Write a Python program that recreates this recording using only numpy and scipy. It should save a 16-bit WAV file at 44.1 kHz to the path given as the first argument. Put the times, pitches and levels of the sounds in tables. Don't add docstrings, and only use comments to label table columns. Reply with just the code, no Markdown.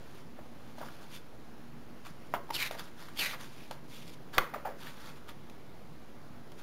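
import sys
import numpy as np
from scipy import signal
from scipy.fft import rfft, irfft
from scipy.io import wavfile
from scipy.ndimage import uniform_filter1d, map_coordinates

SR = 44100
rng = np.random.default_rng(int(sys.argv[2]) if len(sys.argv) > 2 else 0)


def int16_out(signal):
    q = np.round(np.clip(np.atleast_2d(signal).T, -1, 1) * 32767)
    wavfile.write(sys.argv[1], SR, q.astype(np.int16))


def field_ratio(decibels):
    return 10 ** (np.asarray(decibels, dtype=float) / 20)


N = 291942


def evened(x):
    return x / np.sqrt(np.mean(x ** 2) + 1e-20)


def read(points, hz):
    f, value = np.transpose(points)
    return np.interp(np.log(hz + 1), np.log(f + 1), value)


def add(mix, s, sound):
    part = mix[round(s * SR):][:len(sound)]
    part += sound[:len(part)]


def resonate(x, hz, width):
    carrier = np.exp(2j * np.pi * np.cumsum(hz * np.ones(len(x))) / SR)
    decay = np.exp(-np.pi * width / SR)
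    envelope = signal.lfilter([1 - decay], [1, -decay], x / carrier + 1e-18)
    return 2 * (carrier * envelope).real


def resonate_twice(x, hz, width):
    return resonate(resonate(x, hz, width), hz, width)


def drifting(noise, bands, frames):
    patches = uniform_filter1d(noise, bands, axis=0)
    return evened(uniform_filter1d(patches, frames, axis=1))


# (frequency [Hz], density [dB per Hz])
HISS_SPECTRUM = [(20, -44), (45, -24), (90, -17.5), (150, -13), (300, -15.5), (450, -19.5), (1200, -27),
                 (1450, -28.5), (2700, -35), (4500, -38), (7000, -42.5)]
# (frequency [Hz], width [Hz], level [dB])
DRONES = [
    (61.45, 1.6, -69),
    (125.5, 7.7, -68),
    (142.7, 9.2, -63.5),
    (236.8, 2.4, -64),
]


def hiss():
    hiss_db, patchy_db = -53, 1.0
    frames, hz = N // 256 + 5, np.fft.rfftfreq(1024, 1 / SR)
    a, b, noise = rng.standard_normal((frames, 513, 3)).T
    z = (a + 1j * b) * field_ratio(read(HISS_SPECTRUM, hz)[:, None] + patchy_db * drifting(noise, 10, 16))
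    out = field_ratio(hiss_db) * evened(signal.istft(z, nperseg=1024, noverlap=768)[1][:N])
    for f, width, db in DRONES:
        out = out + field_ratio(db) * evened(resonate_twice(rng.standard_normal(N), f, width))
    return out


def pressure(rows, t):
    span_db, rounding = 10, 1.49
    power = np.full(len(t), 1e-12)
    for s, rise, fall, db in rows:
        before = (s - t) / max(rise, .001)
        after = (t - s) / max(fall, .001)
        u = np.where(t < s, before, after)
        power += field_ratio(db - span_db * u ** rounding) ** 2
    return power


def micro_slips():
    slips_per_s, spread_db, stutter_db = 9000, -1.5, 0.0
    slips = rng.standard_normal(N) * (rng.random(N) < slips_per_s / SR)
    slips *= field_ratio(spread_db * np.minimum(rng.exponential(1, N), 4))
    return slips * field_ratio(stutter_db * evened(uniform_filter1d(rng.standard_normal(N), 260)))


def coloured(x, spectrum):
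    hz = np.fft.rfftfreq(len(x), 1 / SR)
    return evened(irfft(rfft(x) * field_ratio(read(spectrum, hz)), len(x)))


def flecked(x, fleck_db=2.5):
    z = signal.stft(x, nperseg=128)[2]
    noise = rng.standard_normal(z.shape[::-1]).T
    z = z * field_ratio(fleck_db * drifting(noise, 3, 14))
    return evened(signal.istft(z, nperseg=128)[1][:N])


# (start [s], length [s], first frequency [Hz])
PARTINGS = [
    (2.545, 0.23, 4530),
    (3.198, .17, 3320),
]


def gap_pitch(t):
    shut_hz, open_hz, parting_s = 3490, 2040, 0.022
    hz = np.full(len(t), float(shut_hz))
    for s, length, first_hz in PARTINGS:
        sink = open_hz + (first_hz - open_hz) * np.exp(-np.maximum(t - s, 0) / parting_s)
        hz = np.where((t > s - length / 2) & (t < s + length), sink, hz)
    return uniform_filter1d(hz, size=400)


def air_gap(slips, t):
    width, upper_hz, upper_db = 850, 2750, -4
    hz = gap_pitch(t)
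    drive = slips * rng.choice([-1., 1.], N)
    lower = evened(resonate_twice(drive, hz, width))
    upper = evened(resonate_twice(drive, hz / 2 + upper_hz, width))
    return lower + field_ratio(upper_db) * upper


# (frequency [Hz], density [dB per Hz])
SLIDE_SPECTRUM = [(180, -46), (300, -24), (367, -52), (544, -79.5), (873, -54), (1520, -11.5), (2340, 2),
                  (7600, -6.5), (9880, -52), (16700, -120)]
# (peak time [s], rise [s], fall [s], level [dB])
BRUSHES = [(.18, 0.27, 0.054, -63), (.694, 0.081, 0.07, -65), (.8, 0.038, 0.2, -56), (1.03, .06, 0.06, -61),
           (2.056, 0.0099, .05, -52.5), (2.28, .15, .03, -66.5), (2.328, .02, .02, -62.5),
           (2.717, 0.0034, 0.063, -50), (2.795, 0.014, 0.018, -45), (2.83, .03, 0.073, -57),
           (3.006, 0.034, 0.12, -54.5), (3.34, 0.031, 0.026, -48.5), (3.415, 0.029, .06, -50),
           (3.717, 0.006, 0.038, -53), (4.338, 0.0087, 0.079, -47.5), (4.824, 0.033, 0.025, -51.5),
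           (4.868, 0.026, 0.056, -50), (5.08, .15, 0.051, -53), (5.176, .04, .02, -60.5),
           (5.292, 0.012, 0.023, -50), (6.59, 0.014, .1, -58)]
# (peak time [s], rise [s], fall [s], level [dB])
GLIDES = [(1.165, 0.058, 0.016, -48), (3.312, .03, .02, -43), (2.555, 0.018, 0.021, -34.5),
          (2.618, 0.054, 0.035, -34.5), (2.662, 0.028, 0.019, -37), (3.182, 0.014, 0.024, -43),
          (3.192, 0.0043, 0.078, -31), (3.262, 0.06, 0.024, -36), (3.6, 0.16, 0.13, -57.5),
          (3.94, 0.05, 0.11, -53), (4.03, .03, 0.0089, -55), (4.083, 0.022, 0.044, -55),
          (4.142, 0.019, .006, -53)]
# (peak time [s], rise [s], fall [s], level [dB])
SETTLES = [
    (.37, 0.0088, 0.04, -73),
    (.82, .012, 0.027, -63.5),
    (2.346, .004, 0.027, -51),
    (4.39, 0.0083, 0.019, -55),
    (4.43, 0.025, 0.061, -59),
    (4.548, 0.009, 0.053, -58),
    (4.66, 0.0071, .06, -58),
]


def strokes():
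    gap_db, body_hz, body_width = 4.5, 1150, 1380
    body_db = [0, -12, 11.5]
    t = np.arange(N) / SR
    slips = micro_slips()

    coarse = t[::32]
    powers = np.array([pressure(rows, coarse) for rows in (BRUSHES, GLIDES, SETTLES)])
    level = np.interp(t, coarse, np.sqrt(powers.sum(axis=0)))
    body_level = np.interp(t, coarse, np.sqrt(field_ratio(body_db) ** 2 @ powers))

    share = field_ratio(gap_db + .55 * (20 * np.log10(level) + 36))
    gap = air_gap(slips, t)
    paper = flecked(coloured(slips, SLIDE_SPECTRUM))
    slide = (paper + share * flecked(gap, fleck_db=0.5)) / np.sqrt(1 + share ** 2)
    body = evened(resonate_twice(slips, body_hz, body_width))
    return level * slide + body_level * body


# (frequency [Hz], t60 [s])
ROOM_DECAY = [(250, 0.52), (700, 0.16), (1800, 0.41), (4600, 0.26)]
# (frequency [Hz], level [dB])
CARPET_COLOUR = [(500, 7), (2500, -5.5), (5000, -2.5)]


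def room(x):
    taps = np.zeros(SR // 2)
    at = np.arange(120, SR // 2 - 20, 20)
    taps[at + rng.integers(0, 20, len(at))] = rng.choice([-1., 1.], len(at))
    hz, t, z = signal.stft(taps, SR, nperseg=128)
    decay_db = read(CARPET_COLOUR, hz)[:, None] - 60 * t / read(ROOM_DECAY, hz)[:, None]
    tail = signal.istft(z * field_ratio(decay_db), SR, nperseg=128)[1]
    return signal.fftconvolve(x, tail / np.linalg.norm(tail))[:N]


def buckle(row, noise):
    flutter_db, upper_db, tick_s, soft_width = -16, -10, 0.0018, 900
    s, peak_db, hz, t60, tick_db, flutter_t60 = row
    t = np.arange(len(noise)) / SR
    drive = field_ratio(flutter_db - 60 * t / max(flutter_t60, .003)) * noise
    drive[0] += 1
    half_cycle = np.hanning(round(SR / hz / 2) + 2)
    drive = np.convolve(drive, half_cycle)[:len(t)]

    width = 5.1 / max(t60, .002)
    ring = resonate(resonate(drive, hz, soft_width), hz, width)
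    overtone = resonate(resonate(drive, 2.02 * hz, soft_width), 2.19 * hz, 2 * width)
    ring = ring / abs(ring).max() + field_ratio(upper_db) * overtone / abs(overtone).max()
    tick = resonate(noise[::-1], 2600, 2900) * (t / tick_s) * np.exp(1 - t / tick_s)
    return s + 0.00088, field_ratio(peak_db) * (ring + field_ratio(tick_db) * tick)


# (time [s], peak level [dB], ring frequency [Hz], ring t60 [s])
FLICKS = [(.388, -39, 696, 0.0061), (.806, -37, 603, 0.011), (.812, -33, 660, 0.0056),
          (.827, -36, 910, 0.015), (.884, -43, 1470, .012), (2.3439, -26.5, 1410, .008),
          (2.348, -25, 800, 0.0089), (2.361, -35, 1300, 0.011), (2.624, -25, 2400, 0.011),
          (2.803, -38, 1350, 0.014), (3.332, -37, 1040, 0.015), (4.3722, -29, 450, 0.0062),
          (4.3764, -27, 450, 0.0043), (4.415, -39, 955, 0.023), (4.536, -31, 750, 0.014),
          (4.558, -33, 586, 0.013), (4.649, -34.5, 1060, 0.011), (4.652, -27, 730, 0.041),
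          (4.668, -28.5, 794, .025), (4.685, -34.5, 600, .018), (4.869, -36.5, 1800, 0.0082)]


def flicks():
    tick_db, flutter_t60 = -27, 0.051
    return [(s, db, hz, t60, tick_db, flutter_t60) for s, db, hz, t60 in FLICKS]


# (time [s], peak level [dB], ring frequency [Hz], tick against the peak [dB])
TICKS = [
    (.781, -37.5, 706, -11),
    (.861, -44, 1160, -9),
    (2.065, -38, 1180, -5),
    (2.749, -35.5, 692, -13),
    (3.084, -40.5, 1370, -7),
    (3.709, -32, 646, -3.5),
    (4.338, -42, 1500, -12),
    (4.4, -48, 1090, -14),
    (5.496, -54.5, 600, 9.5),
    (6.517, -51, 540, 3.5),
]


def edge_ticks():
    ring_t60, flutter_t60 = 0.0088, .045
    return [(s, db, hz, ring_t60, tick_db, flutter_t60) for s, db, hz, tick_db in TICKS]


# (time [s], peak level [dB], ring frequency [Hz], ring t60 [s], tick against the peak [dB])
SNAPS = [(2.3379, -14.5, 990, 0.005, -29), (2.4905, -38, 810, .013, -16), (2.5024, -28.5, 750, 0.0052, -12),
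         (2.5058, -26, 900, 0.0091, -12), (2.709, -27.5, 820, 0.0053, -8),
         (4.3803, -11.5, 2070, 0.0064, -18), (4.3805, -18, 800, 0.007, -35),
         (4.381, -14.5, 3020, 0.0034, -34), (4.3835, -11, 1115, 0.015, -40),
         (4.386, -23.5, 1470, 0.036, -38), (4.539, -38.5, 2170, .012, -8), (4.543, -28.5, 1090, 0.02, -35)]


def snaps():
    flutter_t60 = 0.017
    return [(*row, flutter_t60) for row in SNAPS]


def sheet_blows():
    rows = flicks() + edge_ticks() + snaps()
    out = np.zeros(N)
    for row, noise in zip(rows, rng.standard_normal((len(rows), 4000))):
        add(out, *buckle(row, noise))
    return signal.lfilter(*signal.butter(N=2, Wn=250, btype="high", fs=SR), out)


# (time [s], level [dB], rise [s], sag [s])
SLAP_PUFF = (4.383, -28.5, .006, .062)


def puff():
    s, db, rise, sag = SLAP_PUFF
    u = np.maximum(np.arange(N) / SR - s, 0) / sag
    return field_ratio(db) * uniform_filter1d((u > 0) * (1 - u) * np.exp(-u), round(rise * SR))


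def scene():
    floor, rubbing, blows = hiss(), strokes(), sheet_blows()
    echo = room(field_ratio(-11.0) * blows + field_ratio(-10.0) * rubbing)
    return (floor + rubbing + blows + echo + puff())[None]


def roll_off(x):
    return signal.sosfilt(signal.butter(12, 16650, fs=SR, output="sos"), x)


def record(dry):
    sample_hz, edge_hz, top_hz, offset = 16006.06, 7590, 15750, .0076
    smooth = signal.oaconvolve(dry[0], signal.firwin(255, edge_hz, fs=SR), "same")
    held = np.floor(np.arange(N) * sample_hz / SR) * SR / sample_hz
    steps = map_coordinates(smooth, [held], order=3)
    band_limit = signal.firwin(511, top_hz, window=("kaiser", 9), fs=SR)
    steps = signal.oaconvolve(steps, band_limit, "same")
    return roll_off(steps[None] + offset)


dry = scene()
out = record(dry)
int16_out(out)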